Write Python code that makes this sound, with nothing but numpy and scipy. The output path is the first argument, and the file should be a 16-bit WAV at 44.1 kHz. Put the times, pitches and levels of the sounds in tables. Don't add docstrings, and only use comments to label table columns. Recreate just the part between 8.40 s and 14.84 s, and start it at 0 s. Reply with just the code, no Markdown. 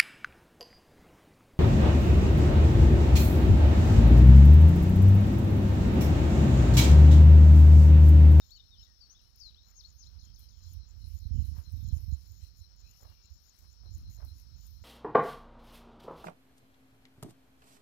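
import sys
import numpy as np
from scipy import signal
from scipy.fft import rfft, irfft, next_fast_len
from scipy.io import wavfile
from scipy.ndimage import uniform_filter1d

SR = 44100
rng = np.random.default_rng(int(sys.argv[2]) if len(sys.argv) > 2 else 0)


def to_wav(s):
    ch = np.atleast_2d(s).T
    pcm = np.round(np.clip(ch, -1, 1) * 32767)
    wavfile.write(sys.argv[1], SR, pcm.astype(np.int16))


def gain_from_decibels(decibels):
    exponent = np.asarray(decibels, float) / 20
    return 10 ** exponent


N = 284004

# frequency in Hz, level in dB per Hz.
AIR_SPECTRUM = [(150, -18), (350, -3), (700, -4.5), (1400, -1.5), (2200, -9.5), (3200, -4.5), (7500, -10.5),
                (11000, -25.5), (15800, -9)]
# frequency in Hz, level in dB per Hz.
HISS_SPECTRUM = [(22, 20), (45, 16), (150, 9.5), (500, -6), (1300, -12), (3000, -15), (7000, -52),
                 (12000, -17.5), (15800, -30.5)]
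AIR_DB, HISS_DB = -72.5, -70
# frequency in Hz, gain in dB.
COVER_LOSS = [(200, -4), (800, -15), (2500, -26), (4400, -33), (9000, -30), (15000, -31)]

# centre in Hz, width in Hz, level in dB.
CHORUS_BANDS = [
    (4202, 760, -71.5),
    (5380, 710, -65.5),
    (6360, 420, -109.5),
]
# centre in seconds, level in dB.
CRICKET_CHIRPS = [(.08, -70), (.26, -70), (.42, -68), (1.25, -68), (1.82, -66), (2.037, -67.5),
                  (2.251, -66), (2.437, -68), (2.644, -65), (2.85, -65.5), (3.051, -66.5), (3.274, -66),
                  (3.49, -65), (3.73, -65), (4.054, -66), (4.238, -66), (4.464, -66.5), (4.679, -70),
                  (4.871, -71), (5.29, -73), (5.483, -66), (5.58, -73), (5.682, -65.5), (5.79, -71),
                  (5.9, -65.5), (6.15, -72), (6.37, -73)]

# frequency in Hz, level in dB per Hz.
RUSTLE_SPECTRUM = [(1500, -7.5), (3000, -8), (6000, 1.5), (8300, -11), (10500, -1), (12500, 1),
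                   (14000, 3.5), (15800, -11)]
# peak in seconds, level in dB, rise and fall in seconds per 10 dB.
GRASS_SWISHES = [(.18, -86, 1.5, 1.4), (.83, -81, .02, .3), (.98, -74.5, .035, .12), (1.4, -80.5, .07, .8),
                 (1.85, -78, .08, .04), (2.0, -70, .03, .11), (2.34, -71.5, .12, .047),
                 (2.69, -71, .115, .19), (3.06, -69, .07, .11), (3.18, -68, .05, .05),
                 (3.33, -72, .11, .28), (3.6, -68.5, .1, .08), (3.8, -69.5, .07, .16),
                 (4.04, -66, .036, .045), (4.21, -74.5, .17, .05), (4.59, -71.5, .08, .17),
                 (5.03, -74.5, .03, .076), (5.19, -72.5, .064, .13), (5.58, -71.5, .09, .062),
                 (5.72, -70, .031, .092), (5.86, -70, .025, .09), (5.99, -67, .047, .04),
                 (6.27, -71, .12, .12)]
STILL_GRASS_DB = -102
# start in seconds, peak in dB.
STEM_TICKS = [(0.814, -79), (0.9597, -68), (1.8257, -80), (1.9574, -74), (1.9926, -63), (2.3337, -64),
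              (2.685, -70), (3.3214, -66), (4.361, -78), (4.6987, -75), (4.7301, -84), (5.1894, -69),
              (5.5812, -66.5), (5.7066, -71), (5.849, -64.5), (6.267, -64.5)]

# centre in seconds, length in seconds, level in dB, centre frequency in Hz.
HORSE_BLOWS = [
    (1.313, .1, -73.5, 1210),
    (3.185, 0.082, -62.5, 850),
    (3.178, .025, -70, 3200),
    (3.562, 0.098, -72, 700),
    (4.647, 0.077, -61.5, 665),
    (4.715, 0.052, -70, 900),
    (5.242, 0.05, -71.5, 890),
    (5.454, 0.067, -67.5, 630),
    (5.822, 0.083, -60, 740),
]

# last stroke in seconds, length in seconds, last stroke in dB,
# octave against the stroke in dB.
SWELLING_PHRASES = [(.1184, .108, -54, -1.5), (.172, .045, -56.5, -9), (1.313, .083, -55, -.5),
                    (1.5025, .058, -53.5, -22), (1.669, .049, -54.5, -14), (1.8534, .043, -53.5, -16),
                    (2.326, .236, -55.5, -5), (2.509, .053, -54.5, -9), (2.787, .054, -54, -2),
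                    (3.2475, .044, -54.5, -7), (3.487, .057, -49.5, -3.5), (3.746, .036, -50, -6),
                    (3.92, .135, -59.5, 2.5), (4.202, .05, -56, -1), (4.4135, .054, -54, -7),
                    (4.512, .069, -56.5, 1.1), (4.6325, .043, -53, -1.1), (4.857, .037, -53.5, -8),
                    (5.096, .055, -53, -5), (5.331, .04, -56.5, -3), (5.5504, .041, -50.5, -7),
                    (5.982, .042, -57, 1.5), (6.44, .026, -57, -3)]
HELD_PHRASES = [(.4465, .05, -62, -.5), (1.084, .14, -65, -11), (2.0325, .08, -68, -1.9),
                (3.0245, .09, -57, -1.5), (3.573, .061, -55.5, -2.1), (4.009, .074, -58, -3),
                (4.977, .081, -59.5, -2.6), (5.253, .077, -71, .1), (5.7674, .07, -55.5, 1.1),
                (6.256, .096, -58.5, .1)]
SWELL_DB, HOLD_SWELL_DB = 14, 4
STROKE_HZ, HASTE_HZ_PER_S = 103, 60
CLIMB = .035

# share of the length, share of the way from first to second pitch,
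# level in dB.
DROP_SHAPE = [(0, 0, -4), (.58, .2, 0), (1, 1, -16)]
SWOOP_SHAPE = [(0, 0, -20), (.45, -.06, -3), (.74, .28, -1), (1, 1, 1)]
SETTLE_SHAPE = [(0, 0, -12), (.16, .78, 0), (.45, 1, -1.5), (1, .98, -8)]
SLIDE_SHAPE = [(0, 0, -8), (.11, .5, -1.5), (.33, .73, -2.5), (.64, .89, 0), (1, 1, -7)]
ARCH_SHAPE = [(0, 0, -18), (.25, .86, 0), (.45, 1, -5), (.7, .8, -3), (.87, .45, -10), (1, -.1, -16)]
HOOK_SHAPE = [(0, 0, 0), (.17, .7, -19), (.33, 1, -30), (.56, .4, -9), (.73, .08, 0), (1, 0, -17)]
GLIDE_SHAPE = [(0, 0, -3), (.5, .5, 0), (1, 1, -6)]
# start in seconds, length in seconds, first pitch in Hz,
# second pitch in Hz, peak in dB.
DROP_NOTES = [(.163, .02, 3070, 2730, -57), (.197, .02, 3720, 3200, -49), (.31, .057, 3770, 2960, -54),
              (.392, .023, 3120, 2700, -59)]
SWOOP_NOTES = [(1.34, .063, 6550, 4990, -49), (1.565, .07, 6450, 4830, -51)]
SETTLE_NOTES = [(.372, .07, 3555, 5400, -53), (.428, .016, 3500, 3760, -52), (.603, .058, 5570, 4480, -50),
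                (.84, .06, 2600, 3020, -73), (4.49, .06, 2750, 2900, -72)]
SLIDE_NOTES = [(.998, .097, 6400, 3920, -44.5)]
ARCH_NOTES = [(.095, .103, 3100, 4595, -47)]
HOOK_NOTES = [(1.095, .125, 3880, 2200, -56), (1.408, .06, 4420, 2940, -43), (1.637, .05, 4300, 2930, -48)]
GLIDE_NOTES = [(.015, .022, 3720, 3650, -57), (.43, .03, 6950, 3400, -58), (.66, .035, 4500, 5400, -63),
               (.745, .03, 3300, 3800, -59), (4.435, .055, 2350, 2800, -66), (.697, .03, 5600, 6520, -50),
               (.778, .028, 3900, 2700, -66), (.8, .08, 3850, 4150, -70), (.975, .014, 4800, 5400, -57),
               (.986, .01, 5400, 6900, -62), (.47, .07, 1950, 1780, -74), (.55, .04, 3500, 3450, -73),
               (2.6, .1, 2950, 2850, -72), (2.89, .06, 3600, 3050, -75), (2.945, .055, 3020, 2930, -66),
               (3.04, .08, 2960, 3050, -71), (3.33, .14, 4000, 3380, -65), (3.47, .1, 3300, 2950, -72),
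               (3.995, .03, 2950, 3300, -68), (4.66, .2, 2830, 2760, -72), (4.72, .12, 2400, 2300, -74),
               (6.11, .09, 4300, 4400, -72), (6.2, .1, 3900, 3550, -73)]
# start in seconds, lift in dB.
TRILLS = [
    (1.788, 5.5),
    (1.936, 4.5),
    (2.083, 4.5),
    (2.227, 2.5),
]
# seconds after its start, pitch in Hz, peak in dB.
TRILL_SYLLABLE = [
    [(.003, 4300, -60), (.008, 5280, -55), (.012, 6400, -60)],
    [(.021, 6300, -66), (.026, 4850, -54), (.031, 3700, -66)],
    [(.034, 3540, -80), (.05, 3330, -66), (.075, 3210, -70), (.105, 3030, -76)],
]

# frequency in Hz, level in dB per Hz.
BUFFET_SPECTRUM = [(20, -33), (33, -10), (48, 10), (75, 3.5), (105, -5), (150, -15), (210, -23.5),
                   (300, -33), (500, -51.5), (900, -78)]
# peak in seconds, level in dB.
WIND_VEERS = [(2.48, -65), (3.23, -64), (3.39, -57), (3.57, -50), (3.72, -59), (3.79, -59), (4.05, -63),
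              (4.2, -65), (4.7, -69), (4.85, -64), (4.96, -57), (5.47, -58), (5.51, -58), (5.585, -46),
              (5.63, -46), (5.67, -54), (5.86, -55), (5.92, -53), (5.95, -54), (6.32, -59), (6.42, -57)]
VEER_RISE_S, VEER_FALL_S, LEE_CALM_DB = .022, .065, -92
LEE_EDGE_HZ = 280
# time in seconds, level in dB.
GUST_FORCE = [(0, -52), (.7, -57), (1.3, -53), (1.78, -42), (2.1, -46), (2.4, -39), (2.85, -36),
              (3.0, -30.5), (3.7, -34.5), (3.8, -43), (4.5, -50), (5.15, -60), (5.35, -52), (5.46, -38),
              (5.85, -37), (5.96, -45), (6.44, -41)]
# middle in seconds, change in dB.
GUST_PUFFS = [(.4, 9), (1.09, 7), (2.48, -7), (2.97, 6), (3.25, -14), (4.27, -5), (4.46, 4), (4.56, -5),
              (4.66, 8), (5.25, 11), (5.6, -6), (5.75, -3)]
PUFF_S = .1
# start in seconds, peak in dB.
LEFT_BURSTS = [(5.576, -42), (5.613, -44), (5.65, -50), (5.668, -48), (5.855, -54)]
# start in seconds, peak in dB.
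RIGHT_BURSTS = [(2.853, -29), (2.907, -25), (2.944, -31), (2.984, -21), (3.022, -33), (3.121, -30),
                (3.179, -32), (3.273, -40), (3.337, -31), (3.374, -34), (3.427, -30), (3.445, -31),
                (3.479, -31), (3.525, -22), (3.563, -31), (3.68, -31), (3.723, -24)]
SWING_HZ, SWING_RISE_S, SWING_FALL_S = 68, .005, .016
SNAP_TURNS, SNAP_S = .2, .005
# middle in seconds, peak in dB.
ROLLING_EDDIES = [(1.758, -38), (2.265, -38), (2.3, -39), (2.335, -36), (2.371, -32), (2.405, -39),
                  (2.564, -37), (2.648, -35), (2.685, -38), (2.713, -36), (2.75, -31), (2.815, -37),
                  (2.96, -27), (3.097, -28), (3.143, -27), (3.33, -29), (3.634, -32), (3.71, -29),
                  (3.909, -36), (4.037, -36), (4.218, -37), (4.44, -43), (4.661, -39), (4.7, -43),
                  (4.921, -38), (5.468, -37), (5.522, -35), (5.557, -29), (5.69, -35), (5.785, -40),
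                  (5.84, -33), (5.928, -36), (6.147, -38), (6.31, -40)]
ROLL_HZ, ROLL_S = 74, .0105


def rms_one(x):
    return x / np.sqrt(np.mean(x ** 2) + 1e-20)


def colour(x, points):
    hz, db = np.transpose(points)
    size = next_fast_len(len(x) + SR // 4)
    log_hz = np.log(np.fft.rfftfreq(size, 1 / SR) + 1)
    gain_db = np.interp(log_hz, np.log(hz), db, left=db[0] - 38)
    return irfft(rfft(x, size) * gain_from_decibels(gain_db), size)[:len(x)]


def butter(x, order, hz, kind="low"):
    return signal.sosfilt(signal.butter(order, hz, kind, fs=SR, output="sos"), x)


def resonance(x, hz, width_hz):
    r = np.exp(-np.pi * width_hz / SR)
    poles = [1, -2 * r * np.cos(2 * np.pi * hz / SR), r * r]
    return signal.lfilter([(1 - r * r) / 2, 0, (r * r - 1) / 2], poles, x)


def drift(rate):
    r = np.exp(-80 * np.pi * rate / SR)
    noise = rng.standard_normal(N // 40 + 2002)
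    slow = signal.lfilter([1], [1, -2 * r, r * r], noise)[2000:]
    return np.interp(np.arange(N) / 40, np.arange(len(slow)), rms_one(slow))


def add(out, s, sound):
    at = max(round(s * SR), 0)
    out[at:at + len(sound)] += sound[:N - at]


def swells(rows, calm_db):
    t = np.arange(N) / SR
    level_db = np.full(N, float(calm_db))
    for s, db, rise, fall in rows:
        level_db = np.maximum(level_db, db - 10 * np.maximum((s - t) / rise, (t - s) / fall))
    return level_db


def far_air():
    return gain_from_decibels(AIR_DB + 1.6 * drift(7)) * rms_one(colour(rng.standard_normal(N), AIR_SPECTRUM))


def port_hiss():
    return gain_from_decibels(HISS_DB + 0.36 * drift(5.9)) * rms_one(colour(rng.standard_normal(N), HISS_SPECTRUM))


def cricket_chorus():
    out = 0
    for hz, width_hz, db in CHORUS_BANDS:
        band = resonance(resonance(rng.standard_normal(N), hz, width_hz), hz, width_hz)
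        out = out + gain_from_decibels(db + 0.27 * drift(4.5) + 0.96 * drift(7.8)) * rms_one(band)
    return butter(out, 8, 7100)


def lone_cricket():
    t = np.arange(N) / SR
    puffs = sum(gain_from_decibels(db + 2.5) * np.exp(-np.abs((t - s) / 0.04) ** 2.5) for s, db in CRICKET_CHIRPS)
    return puffs * rms_one(resonance(resonance(rng.standard_normal(N), 4135, 200), 4070, 260))


def grass_rustle():
    sizes = rng.standard_normal(N) * gain_from_decibels(3.4 * np.minimum(rng.exponential(1, N), 3))
    grains_per_s = 8000 * gain_from_decibels(2.0 * drift(25))
    grains = (rng.random(N) < grains_per_s / SR) * sizes
    bright = rms_one(colour(grains, RUSTLE_SPECTRUM))
    edges = np.geomspace(1800, 18000, 21)
    patches = np.zeros(N)
    for k, band in enumerate(zip(edges, edges[1:])):
        patches += (-1) ** k * gain_from_decibels(4.2 * drift(9.7)) * butter(bright, 2, band, "band")
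    return gain_from_decibels(swells(GRASS_SWISHES, STILL_GRASS_DB) + 4) * patches


def stem_ticks():
    snaps, t = np.zeros(N), np.arange(900) / SR
    decay = np.exp(-t / .002) + 0.32 * np.exp(-t / 0.0087)
    for s, db in STEM_TICKS:
        add(snaps, s, gain_from_decibels(db + 8.5) * rng.standard_normal(900) * decay)
    return colour(snaps, [(2000, -40), (7000, -6), (12000, 9.0), (15800, 8.0)])


def horse():
    out = np.zeros(N)
    for centre, length, db, hz in HORSE_BLOWS:
        t = np.arange(-length, 1.5 * length, 1 / SR)
        breath = resonance(rng.standard_normal(round(.3 * SR)), hz, hz)
        breath = rms_one(butter(breath, 2, 2 * hz))[:len(t)]
        flutter = 1 + .5 * np.sin(2 * np.pi * 42 * t)
        add(out, centre - length, gain_from_decibels(db) * breath * flutter * np.exp(-(2.04 * t / length) ** 2))
    return out


def bush_cricket():
    out, octave, t = np.zeros(N), np.zeros(N), np.arange(260) / SR
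    shape = np.sin(np.pi * t / t[-1]) ** 0.71
    sweep = 7440 * t - 95000 * t ** 2
    phrases = [(*row, SWELL_DB) for row in SWELLING_PHRASES]
    phrases += [(*row, HOLD_SWELL_DB) for row in HELD_PHRASES]
    for last, length, last_db, overtone_db, swell_db in phrases:
        first, stroke_hz = last - length, STROKE_HZ + HASTE_HZ_PER_S * length
        for s in np.arange(last, first - .002, -1 / stroke_hz):
            wobble, detune, late, turn = rng.standard_normal(4)
            pitch = 1 + 0.019 * detune - CLIMB * (last - s) / length
            phase = 2 * np.pi * pitch * sweep + 3 * turn
            db = np.interp(s, [first, last], [last_db - swell_db, last_db]) - 1.5 + 2.0 * wobble
            start = s - .003 + 0.00066 * late
            add(out, start, gain_from_decibels(db) * shape * np.sin(phase))
            add(octave, start, gain_from_decibels(db + overtone_db) * shape * np.sin(2 * phase))
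    rasp = rms_one(signal.lfilter([1], [1, -.93], rng.standard_normal(N)))
    hoarse = octave * (.7 + .6 * rasp)
    out = out + gain_from_decibels(2.0) * resonance(resonance(hoarse, 13600, 1500), 14200, 1500)
    scatter = gain_from_decibels(-35.5 - 60 * np.arange(4000) / SR / 0.13) * rng.standard_normal(4000)
    scatter[0] = 1
    return signal.fftconvolve(out, scatter)[:N]


def song():
    kinds = [(DROP_SHAPE, DROP_NOTES), (SWOOP_SHAPE, SWOOP_NOTES), (SETTLE_SHAPE, SETTLE_NOTES),
             (SLIDE_SHAPE, SLIDE_NOTES), (ARCH_SHAPE, ARCH_NOTES), (HOOK_SHAPE, HOOK_NOTES),
             (GLIDE_SHAPE, GLIDE_NOTES)]
    notes = []
    for shape, rows in kinds:
        for s, length, first_hz, second_hz, db in rows:
            notes.append([(s + part * length, first_hz + way * (second_hz - first_hz), db + shape_db)
                          for part, way, shape_db in shape])
    return notes


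def whistle(note, start=0, lift_db=0):
    s, hz, db = np.transpose(note)
    t = np.arange(s[0] - .003, s[-1] + 0.0077, 1 / SR)
    pitch = uniform_filter1d(np.interp(t, s, hz), size=110)
    edge = np.clip(np.minimum(t - t[0], t[-1] - t) / 0.0043, 0, 1)
    flutter_db = 0.5 * np.sin(2 * np.pi * (90 * t + rng.random()))
    level = edge * gain_from_decibels(np.interp(t, s, db) + lift_db + flutter_db)
    return start + t[0], level * np.sin(2 * np.pi * np.cumsum(pitch) / SR)


def bird():
    near, far = np.zeros(N), np.zeros(N)
    for note in song():
        add(near if note[0][0] < TRILLS[0][0] else far, *whistle(note))
    for start, lift_db in TRILLS:
        for k, note in enumerate(TRILL_SYLLABLE):
            add(far if k == 2 else near, *whistle(note, start, lift_db - 3.5))
    near = near * (1 + .15 * drift(70))
    far = far * (.75 + .3 * drift(90))
    t = np.arange(round(.3 * SR)) / SR
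    tail = gain_from_decibels(-37 - 60 * t / 0.4) * rng.standard_normal(len(t)) * (t > .006)
    scattered = signal.fftconvolve(near + 2.2 * far, tail)[:N]
    scattered = scattered * (.5 + .8 * drift(300))
    echo = gain_from_decibels(-14) * np.roll(near + far, round(.021 * SR))
    return near + gain_from_decibels(-4) * far + scattered + echo


def buffet(level_db, eddies_per_s, even, bright):
    sizes = rng.choice([-1, 1], N) * gain_from_decibels(1.88 * np.minimum(rng.exponential(1, N), 3))
    kicks = (rng.random(N) < eddies_per_s / SR) * sizes
    lumps = rms_one(colour(rms_one(kicks) + 0.28 * rng.standard_normal(N), BUFFET_SPECTRUM))
    lumps = lumps / (uniform_filter1d(lumps ** 2, size=2600) + 0.059) ** (even / 2)
    edge = butter(lumps, 2, 110, "high")
    edge_gain = 0.71 * gain_from_decibels(bright * (level_db - level_db.max()))
    return gain_from_decibels(level_db) * rms_one(lumps + edge_gain * edge)


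def thumps(bursts):
    out, t = np.zeros(N), np.arange(5000) / SR
    turns = SWING_HZ * t + SNAP_TURNS * (1 - np.exp(-t / SNAP_S))
    swing = np.sin(2 * np.pi * turns) * (1 - np.exp(-t / SWING_RISE_S)) * np.exp(-t / SWING_FALL_S)
    for s, db in bursts:
        add(out, s, gain_from_decibels(db + 11) * swing)
    return butter(out + 1e-18, 2, [25, 330], "band")


def rolls():
    out, t = np.zeros(N), np.arange(-2000, 2000) / SR
    bell = np.exp(-(t / ROLL_S) ** 2 / 2)
    for s, db in ROLLING_EDDIES:
        hz = ROLL_HZ * (1 + .08 * rng.standard_normal())
        add(out, s + t[0], gain_from_decibels(db) * np.cos(2 * np.pi * hz * t) * bell)
    return out


def sheltered_wind():
    veers = [(s, db, VEER_RISE_S, VEER_FALL_S) for s, db in WIND_VEERS]
    lee = buffet(swells(veers, LEE_CALM_DB), eddies_per_s=64.0, even=0.8, bright=0.57)
    edge = gain_from_decibels(9.5) * resonance(lee, LEE_EDGE_HZ, 90)
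    return butter(lee, 1, 40, "high") + edge + thumps(LEFT_BURSTS)


def exposed_wind():
    t = np.arange(N) / SR
    gust_db = np.interp(t, *np.transpose(GUST_FORCE))
    puffs_db = sum(db * np.maximum(1 - np.abs(t - s) / PUFF_S, 0) for s, db in GUST_PUFFS)
    gust = buffet(gust_db + puffs_db - 4.5, eddies_per_s=120., even=1.0, bright=0.74)
    return gust + thumps(RIGHT_BURSTS) + rolls()


def scene():
    field = cricket_chorus() + lone_cricket() + grass_rustle() + stem_ticks() + horse() + bush_cricket() + bird()
    covered = colour(np.concatenate([field[20:], np.zeros(20)]), COVER_LOSS)
    left = far_air() + field + sheltered_wind()
    right = port_hiss() + covered + exposed_wind()
    return np.array([left, right])


def starve(x, under_db, whim_db, size, low_hz, high_hz, most_db):
    frames = signal.stft(x, nperseg=2048)[2]
    bands = frames[:1024].reshape(1024 // size, size, -1)
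    power = uniform_filter1d(np.mean(np.abs(bands) ** 2, axis=1), size=3) + 1e-20
    around = uniform_filter1d(power, size=9, axis=0)
    depth_db = 10 * np.log10(around / power).clip(max=most_db)
    whim = uniform_filter1d(rng.standard_normal(power.shape), size=3)
    whim = rms_one(uniform_filter1d(whim, size=2, axis=0))
    hz = np.arange(len(bands))[:, None] * size * SR / 2048
    silent = (depth_db + whim_db * whim > under_db) & (hz > low_hz) & (hz < high_hz)
    frames[:1024] = (bands * np.where(silent, .06, 1)[:, None]).reshape(1024, -1)
    return signal.istft(frames, nperseg=2048)[1][:N]


def band_limit(x):
    return signal.sosfilt(signal.butter(12, 15710, fs=SR, output="sos"), x)


def record(dry):
    left, right = dry
    left = starve(left, under_db=9, whim_db=4, size=16, low_hz=6800, high_hz=17000, most_db=5.5)
    left = starve(left, under_db=8, whim_db=3, size=4, low_hz=1900, high_hz=3550, most_db=3)
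    top_cut = signal.ellip(10, .3, 70, 15750, fs=SR, output="sos")
    return band_limit(signal.sosfilt(top_cut, np.array([left, right])))


dry = scene()
out = record(dry)
to_wav(out)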